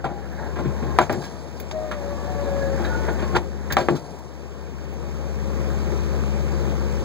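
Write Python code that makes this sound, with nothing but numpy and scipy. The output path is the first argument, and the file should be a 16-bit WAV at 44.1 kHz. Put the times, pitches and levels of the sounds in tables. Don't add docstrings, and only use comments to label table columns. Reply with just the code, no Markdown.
import sys
import numpy as np
from scipy import signal
from scipy.fft import rfft, irfft, next_fast_len
from scipy.io import wavfile
from scipy.ndimage import uniform_filter1d, map_coordinates

SR = 44100
rng = np.random.default_rng(int(sys.argv[2]) if len(sys.argv) > 2 else 0)


def int16_out(signal):
    q = np.round(np.clip(np.atleast_2d(signal).T, -1, 1) * 32767)
    wavfile.write(sys.argv[1], SR, q.astype(np.int16))


N = 310464

# (pitch [Hz], level [dB], time to fade by 60 dB [s])
BLADE_NOTES = [(152, -10, 0.1), (224, -9, 0.12), (350.8, -6, 1), (617.3, -6.5, 0.14), (820, -14.5, 0.33),
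               (978, -9, 0.14), (1162, -5, 0.089), (1398, 1.5, 0.064), (1487, 1, 0.044), (1637, -7.5, 0.55),
               (1724, 2.5, 0.021), (1860, -14, 0.21), (2318, -10.5, .08), (4470, -7, 0.065)]
# (time [s], level [dB], thud [dB], clank [dB], rattle [dB], crack [dB], treble snap [dB])
HARD_HITS = [(0.9866, -4, -40, -3.5, -22, 24, 0.5), (1.095, 0.5, -16, -7, -26, 12, -13),
             (3.3655, -18, -13, -2, -6.5, 29, -14), (3.7677, -4.5, -28, -1, -24, 23.5, 0),
             (3.885, -0.5, -15, -2.5, -26, 24.5, -7)]
# (time [s], level [dB], rise time [s], thud [dB], clank [dB], rattle [dB], clink pitch [Hz])
FRAME_JOLTS = [(0.042, -5.5, 0.0024, -22.5, -7.5, -21.5, 794), (0.056, -9, 0.0031, -12, -7, -33, 730),
               (0.102, -16.5, 0.0071, -10, -11, -28, 682), (0.558, -24.5, 0.011, -6, 6.5, -37, 733),
               (0.584, -19, 0.0073, -6, -3, -17, 809), (0.6, -28, .005, 1.5, -12, -30, 350),
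               (0.646, -31, 0.01, 9, 8, -24, 143.5), (0.822, -23.5, .01, 2, -1, -19, 1090),
               (0.849, -27.5, 0.009, -0.5, -12, -25, 352), (0.9, -30, 0.01, -3, -6, -18, 1060),
               (0.999, -5.5, 0.0057, -15, -8, -35, 702), (1.012, -5.5, 0.0092, -14, -0.5, -13, 844),
               (1.124, -2.5, 0.019, -3, -1, -19, 1700), (1.169, -16.5, 0.0075, 8, -18, -31, 756),
               (1.213, -22, 0.011, -14, 3, 5, 1090), (1.235, -13.5, 0.024, -23, 6.5, 4.5, 1613),
               (1.912, -21.5, 0.0026, -22, 7.5, -6.5, 994), (1.925, -23, .004, -15, 3, -15, 1264),
               (2.794, -19, 0.012, -6.5, -9, -43, 808), (2.84, -19, 0.016, -11, 0.5, -14, 1627),
               (3.081, -17, 0.0078, -5.5, -4.5, -33, 843), (3.187, -33, 0.012, -17, 13, -15, 1040),
               (3.222, -24, 0.0056, -4.5, 1.5, -16, 1096), (3.329, -17, 0.019, -5.5, -7, -32, 767),
               (3.349, -16.5, 0.0041, -13, 2, -15, 796), (3.356, -15, 0.0051, -15, 0.5, -12, 891),
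               (3.7, -18.5, 0.012, -7, 7, -14, 1730), (3.78, -4.5, 0.0047, -17, -9, -16, 806),
               (3.8, -7.5, 0.012, -5, 2, -10.5, 634), (3.897, -2.5, 0.014, -5, -29, -12, 354),
               (3.925, -6, .012, -1, -15, -29, 354), (3.951, -8, 0.012, -6, -6, -2, 1350)]
BLOW_BANDS = (60, 170, 650, 1700, 4800, 10500, 15000)
# (time [s], pitch [Hz], level [dB], time to fade by 60 dB [s])
LINK_RINGS = [(1.013, 6900, -23, 0.098), (1.014, 3900, -35, .08), (1.028, 4400, -32, .05),
              (1.036, 6450, -26, 0.104), (1.126, 1730, -14, .1), (1.21, 4800, -25, .08),
              (1.245, 4120, -24, .06), (2.845, 3840, -32, .09), (2.843, 1620, -21, .07),
              (3.092, 3470, -40, 0.071), (3.222, 4480, -39, 0.09), (3.364, 6560, -36, .08),
              (3.702, 1790, -22, .15), (3.728, 4580, -25, 0.067), (3.703, 3700, -31, .08),
              (3.73, 1750, -16, .08), (3.768, 3980, -12, 0.033), (3.806, 4360, -21, 0.085),
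              (3.902, 4150, -33, 0.063)]
# (time [s], level [dB], low part [dB], middle part [dB])
BRIGHT_TICKS = [(0.324, -36.5, 2, -22), (1.1253, -14.5, 8, -12), (1.6002, -15.5, 2.5, -11),
                (1.7119, -35.5, 28.5, -3), (3.1284, -41, -13, -19), (3.724, -10, 5, -18.5),
                (4.187, -28, 10, -5), (4.9344, -38, 4, -16)]
# (frequency [Hz], relative level [dB])
JINGLE_COLOUR = [(1500, -30), (3000, -2), (4500, 7.5), (7000, 3.5), (10000, -6.5), (15000, -25)]
# (time [s], pitch [Hz], level [dB], level at 2x pitch [dB], level at 3x pitch [dB])
GEAR_WHINE = [(1.727, 628.6, -26, -42, -43), (1.775, 626, -20.5, -49, -46), (1.85, 618.4, -25, -39, -47),
              (1.911, 604.3, -31, -44, -48), (1.95, 595, -34, -40, -52), (2.01, 562, -30, -50, -47),
              (2.06, 567, -32, -52, -48), (2.15, 568.3, -31, -42, -45), (2.18, 570.4, -47, -38, -39),
              (2.25, 574.5, -39.5, -42, -50), (2.29, 578, -37, -45, -43), (2.34, 578, -43, -46, -52),
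              (2.4, 571.8, -32, -39, -42), (2.445, 564, -35, -50, -55), (2.49, 560.4, -27.5, -49, -44),
              (2.57, 555, -30, -55, -58), (2.65, 548.5, -33.5, -52, -51), (2.73, 542, -31, -55, -56),
              (2.81, 550, -35.5, -58, -56)]
# (start [s], end [s], pitch [Hz], level [dB])
VALVE_WHISTLES = [(.05, 0.22, 818, -35), (.15, .6, 1684, -48), (.47, .98, 1057, -43),
                  (1.7, 1.9, 730, -37.5), (2.24, 2.6, 747, -43.5), (2.1, 2.55, 867, -47.5),
                  (2.46, 2.72, 1688, -46), (2.87, 3.12, 889, -41.5), (2.88, 3.16, 1464, -39),
                  (2.856, 3.3, 1750, -48), (2.9, 3.08, 2240, -58), (3.24, 3.36, 1072, -41.5)]
# (start [s], start of fade-out [s], rush [dB], rasp [dB])
OIL_STROKES = [(-.1, 0.476, -34, -42), (0.55, 1.02, -36.5, -45.5), (1.76, 2.04, -34.5, -45),
               (1.986, 2.59, -38, -51), (2.603, 3.304, -41, -43), (3.465, 3.758, -42, -47)]
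# (frequency [Hz], relative level [dB])
OIL_COLOUR = [(80, -9.5), (200, 0.5), (500, -1.5), (900, -1), (1400, -17), (2500, -27.5), (5000, -24),
              (9000, -36.5)]
RASP_COLOUR = [(900, -35), (1300, 9), (1600, 14.5), (2100, 5), (3000, -37), (6000, -43)]
# (start [s], start of fade-out [s])
PUMP_LOADS = [(-1, .5), (1.68, 3.3)]
# (multiple of the firing rate, relative level [dB])
EXHAUST_TONES = [(.75, -32), (1, 4), (1.25, -19), (1.5, -21), (1.75, -20), (2, -18), (2.25, -22.5),
                 (2.5, -24), (2.75, -25), (3, -15.5), (3.25, -27), (3.5, -26), (3.75, -27), (4.25, -28),
                 (4.75, -27), (5, -20), (5.25, -25), (5.5, -26), (5.75, -19.5), (6.5, -28), (6.75, -24),
                 (7.5, -28), (7.75, -21), (8, -27), (11.75, -27), (12.75, -30)]
# (frequency [Hz], relative level [dB])
ENGINE_COLOUR = [(25, -43), (55, -27), (90, -18), (150, -25), (250, -23.5), (420, -21), (560, -21),
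                 (640, -25), (850, -25.5), (1100, -24.5), (1600, -24.5), (2200, -27), (3200, -35),
                 (6500, -35.5), (9000, -46), (11500, -58), (14500, -45)]
CLATTER_COLOUR = [(600, -27), (1000, -2.5), (1400, 2), (1800, 4), (2600, -24), (5000, -25.5)]
# (frequency [Hz], gain [dB])
WIDE_RUSH_COLOUR = [(60, -35), (150, -9), (220, -2), (300, -17), (600, -3.5), (1200, -20), (2300, 2)]
# (frequency [Hz], left louder by [dB], left ahead by [rad])
BLADE_PLACE = [(30, -12, -2), (94.6, 13.5, 4.5), (155, 9, 0), (260, 3.5, 1), (580, 6.5, 0.5),
               (910, 3.5, 0.5), (1440, -3.5, -0.15), (2260, -3, 0.67)]
ENGINE_PLACE = [(32.7, 9.5, -3), (93, 6.5, 6), (149, 16.5, 0.5), (191, 13, -1.3), (288, 13.5, 1.2),
                (530, 10.5, -0.5), (1064, 5.5, 0.4), (1430, -2, -1), (2300, -9, 3.5)]

NULL_HZ = 2765
LANDINGS_S = (.987, 3.767)


def blade_hits():
    out, t = np.zeros(N + SR), np.arange(SR // 4) / SR
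    snap_hz, snap_fade_s, rebound_s = 2600, .016, .00246
    snap_colour = lambda hz: 1 / (1 + (snap_hz / (hz + 1)) ** 4) / (1 + (hz / snap_hz / 2) ** 2)
    for start, db, *colour_db, crack_db, snap_db in HARD_HITS:
        bite = np.maximum(t - .0012, 0) / .00013
        crack = amp(crack_db) * bite * (2 - bite) * np.exp(-bite)
        crack += amp(-12.5) * np.roll(crack, round(rebound_s * SR))
        snap = amp(snap_db - 60 * t / snap_fade_s) * filtered(rng.standard_normal(len(t)), snap_colour)
        steel = steel_blow(t, colour_db, fade_s=.24, damping=.7, contact=crack)
        onset = np.clip(t / .0014, 0, 1) ** 3
        out[round(start * SR):][:len(t)] += amp(db) * onset * (steel + snap)
    return out[:N]


def steel_blow(t, colour_db, fade_s, damping, contact):
    variation = rng.standard_normal((len(BLADE_NOTES), 2))
    ring = sum(amp(db + 3.15 * louder - 60 * t / ring_s) * np.sin(2 * np.pi * hz * (1 + .016 * higher) * t)
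               for (hz, db, ring_s), (louder, higher) in zip(BLADE_NOTES, variation))
    source = 1.6 * rng.standard_normal(len(t)) + ring + contact
    split = lambda hz: np.array([along(BLOW_BANDS, band, hz) for band in np.eye(len(BLOW_BANDS))])
    thud, clank, rattle = colour_db
    band_db = np.array([-60, thud + 14, 0, clank, rattle + 2, rattle - 21, rattle - 11])
    band_fade_s = fade_s * (np.array(BLOW_BANDS) / 650) ** -damping
    return np.sum(filtered(source, split) * amp(band_db[:, None] - 60 * t / band_fade_s[:, None]), axis=0)


def frame_jolts():
    out, t = np.zeros(N + SR), np.arange(SR // 7) / SR
    contacts_s = np.arange(0, t[-1], .003)
    for start, db, rise_s, *colour_db, clink_hz in FRAME_JOLTS:
        bumps = amp(1.5 * np.interp(t, contacts_s, rng.standard_normal(len(contacts_s))))
        blur = np.cumsum(rng.normal(0, .13, len(t)))
        clink = amp(-1) * np.sin(2 * np.pi * clink_hz * t + blur)
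        steel = steel_blow(t, colour_db, fade_s=.14, damping=.099, contact=clink)
        onset = 1 - np.exp(-t / rise_s)
        out[round(start * SR):][:len(t)] += amp(db) * onset * bumps * steel
    return out[:N]


def chain_links():
    out, t = np.zeros(N + SR), np.arange(SR // 6) / SR
    onset = 1 - np.exp(-t / .003)
    for start, hz, db, fade_s in LINK_RINGS:
        blur = np.cumsum(rng.normal(0, .1, len(t)))
        note = np.sin(2 * np.pi * hz * t + blur)
        out[round(start * SR):][:len(t)] += amp(db - 60 * t / fade_s) * onset * note
    return out[:N]


def ticks():
    out, t = np.zeros(N + SR), np.arange(SR // 8) / SR
    colour_hz, fade_s = (800, 2500, 7000, 9500, 12500, 15200), .055
    for start, db, low_db, mid_db in BRIGHT_TICKS:
        colour_db = (low_db - 5, low_db - 4.5, low_db - 7.5, mid_db, -4, 3)
        hiss = filtered(rng.standard_normal(len(t)), lambda hz: amp(along(colour_hz, colour_db, hz)))
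        out[round(start * SR):][:len(t)] += amp(db - 60 * t / fade_s) * hiss
    return out[:N]


def shaking(fade_s=1.84):
    t = np.arange(N) / SR
    return sum((t > start) * amp(db - 60 * np.abs(t - start) / fade_s) for start, db, *_ in HARD_HITS)


def chain_jingle(shake):
    return amp(-33 + 2.5 * wobble(56)) * lag(shake, seconds=.02) * noise(JINGLE_COLOUR, patchy_db=2.2)


def pump_gears():
    times, *columns = np.transpose(GEAR_WHINE)
    hz, *levels = [np.interp(np.arange(N) / SR, times, column) for column in columns]
    whine = sum(amp(db) * tone(k * hz, waver_db=1.4, drift=.00343) for k, db in enumerate(levels, 1))
    return gate(times[0], times[-1], ramp_s=.0065) * amp(1.4 * wobble(70)) * whine


def oil_flow(shake, ramp_s=.16):
    rush_level, rasp_level = amp(-22.5) * shake, amp(-36) * shake
    for start, end, rush_db, rasp_db in OIL_STROKES:
        flowing = gate(start, end + ramp_s, ramp_s)
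        rush_level += amp(rush_db) * flowing
        rasp_level += amp(rasp_db) * flowing
    rush = rush_level * amp(1.2 * wobble(14)) * noise(OIL_COLOUR, patchy_db=1.4)
    rasp = rasp_level * amp(4 * wobble(60)) * noise(RASP_COLOUR, patchy_db=2.5)
    return rush + rasp


def valve_whistles():
    flutter = amp(2.5 * wobble(90) - 1)
    return flutter * sum(amp(db) * gate(start, end, ramp_s=.021) * tone(hz, waver_db=3.2, drift=.011)
                         for start, end, hz, db in VALVE_WHISTLES)


def engine():
    t = np.arange(N) / SR
    idle_hz, loaded_hz, ramp_s = 69.5, 65.66, .1762
    load = sum(gate(start, end + ramp_s, ramp_s) for start, end in PUMP_LOADS)
    firing_hz = idle_hz + (loaded_hz - idle_hz) * load
    firings = np.cumsum(firing_hz) / SR
    swell_db, swell_s = 8, 1.62
    swell = amp(swell_db * sum((t > s) * np.clip(1 - (t - s) / swell_s, 0, 1) for s in LANDINGS_S))
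    exhaust = sum(amp(db) * tone(k * firing_hz, waver_db=min(.4 * k, 3), drift=.003)
                  for k, db in EXHAUST_TONES)
    hum = amp(-31.5 - 1.5 * load) * exhaust
    throb = 1 + .081 * np.cos(2 * np.pi * firings) + .039 * wobble(40)
    rush = amp(-37) * throb * noise(ENGINE_COLOUR, patchy_db=1)
    idle = hum + swell * (rush + valve_clatter(firings, firing_hz))
    return stereo(idle, ENGINE_PLACE) + wide_rush(swell)


def valve_clatter(firings, firing_hz, fade_s=.025):
    tap_db = 6.9 * rng.standard_normal(int(firings[-1]) + 1)
    since_tap_s = (firings % 1) / firing_hz
    taps = amp(tap_db[firings.astype(int)] - 60 * since_tap_s / fade_s)
    return amp(-51) * unit(taps) * noise(CLATTER_COLOUR, patchy_db=4.5)


def wide_rush(swell):
    rush = amp(-42.5) * swell * noise(ENGINE_COLOUR, patchy_db=1.5)
    opposed = stereo(rush, ENGINE_PLACE) * [[1], [-1]]
    low = lambda hz: amp(along(*np.transpose(WIDE_RUSH_COLOUR), hz)) * np.clip((NULL_HZ - hz) / 400, 0, 1)
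    high = lambda hz: amp(-8) * np.abs(np.sin(np.pi * hz / NULL_HZ)) * (hz > NULL_HZ)
    return filtered(opposed, lambda hz: low(hz) + high(hz))


def stereo(x, place):
    points_hz, louder_db, ahead_rad = np.transpose(place + [(NULL_HZ, 0, np.pi)])

    def left(hz):
        below = hz < NULL_HZ
        phase = np.where(below, along(points_hz, ahead_rad, hz), np.pi + 2 * np.pi * hz / NULL_HZ)
        db = np.where(below, along(points_hz, louder_db, hz), -2.5 * np.sin(np.pi * hz / NULL_HZ) ** 2)
        return amp(db) * np.exp(1j * phase)
    return np.array([filtered(x, left), x])


def volume_control(x):
    limit_db, deepest_db, start_db, climb_db_per_s = -15, -19.5, -11.5, 11.5
    peak_db = 10 * np.log10(lag(np.max(x ** 2, axis=0), seconds=.0012) + 1e-12)
    needed_db = np.clip(1.05 * (limit_db - peak_db), deepest_db, 0)
    climb_db = climb_db_per_s * np.arange(N) / SR
    gain_db = np.minimum(np.minimum.accumulate(needed_db - climb_db), start_db) + climb_db
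    return x * amp(start_db + lag(gain_db - start_db, seconds=.055))


def amp(db):
    return 10 ** (np.asarray(db) / 20)


def unit(x):
    return x / np.sqrt(np.mean(x ** 2) + 1e-20)


def along(points_hz, values, hz):
    return np.interp(np.log(hz + 1), np.log(np.add(points_hz, 1)), values)


def gate(start, end, ramp_s):
    t = np.arange(N) / SR
    return np.clip(np.minimum(t - start, end - t) / ramp_s, 0, 1)


def lag(x, seconds):
    keep = np.exp(-1 / (SR * seconds))
    return signal.lfilter([1 - keep], [1, -keep], x)


def wobble(rate):
    t = np.arange(0, N + 64, 64) / SR
    points = rng.standard_normal(int(N * rate / SR) + 4)
    return np.interp(np.arange(N) / SR, t, map_coordinates(points, [t * rate]))


def filtered(x, response):
    size = next_fast_len(x.shape[-1] + 4096)
    return irfft(rfft(x, size) * response(np.fft.rfftfreq(size, 1 / SR)), size)[..., :x.shape[-1]]


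def noise(colour, patchy_db):
    spectrum = signal.stft(rng.standard_normal(N), nperseg=512)[2]
    patches = uniform_filter1d(rng.standard_normal(spectrum.shape), size=6, axis=0)
    patches = uniform_filter1d(patches, size=10, axis=1)
    hiss = signal.istft(spectrum * amp(patchy_db * unit(patches)), nperseg=512)[1][:N]
    return unit(filtered(hiss, lambda hz: amp(along(*np.transpose(colour), hz))))


def tone(hz, waver_db, drift):
    cycles = np.cumsum(hz * (1 + drift * wobble(25))) / SR
    return np.sqrt(2) * amp(waver_db * wobble(18)) * np.sin(2 * np.pi * (cycles + rng.random()))


def scene():
    background, shake = engine(), shaking()
    pump = pump_gears() + oil_flow(shake) + valve_whistles()
    plow = blade_hits() + frame_jolts() + chain_links() + ticks() + chain_jingle(shake)
    return stereo(plow + pump, BLADE_PLACE) + background


def record(dry):
    bass_hz, top_hz = 38, 15700
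    flattened = np.clip(volume_control(dry), -1, 1)
    return filtered(flattened, lambda hz: (hz < top_hz) / np.sqrt(1 + (bass_hz / (hz + 1)) ** 4))


dry = scene()
out = record(dry)
int16_out(out)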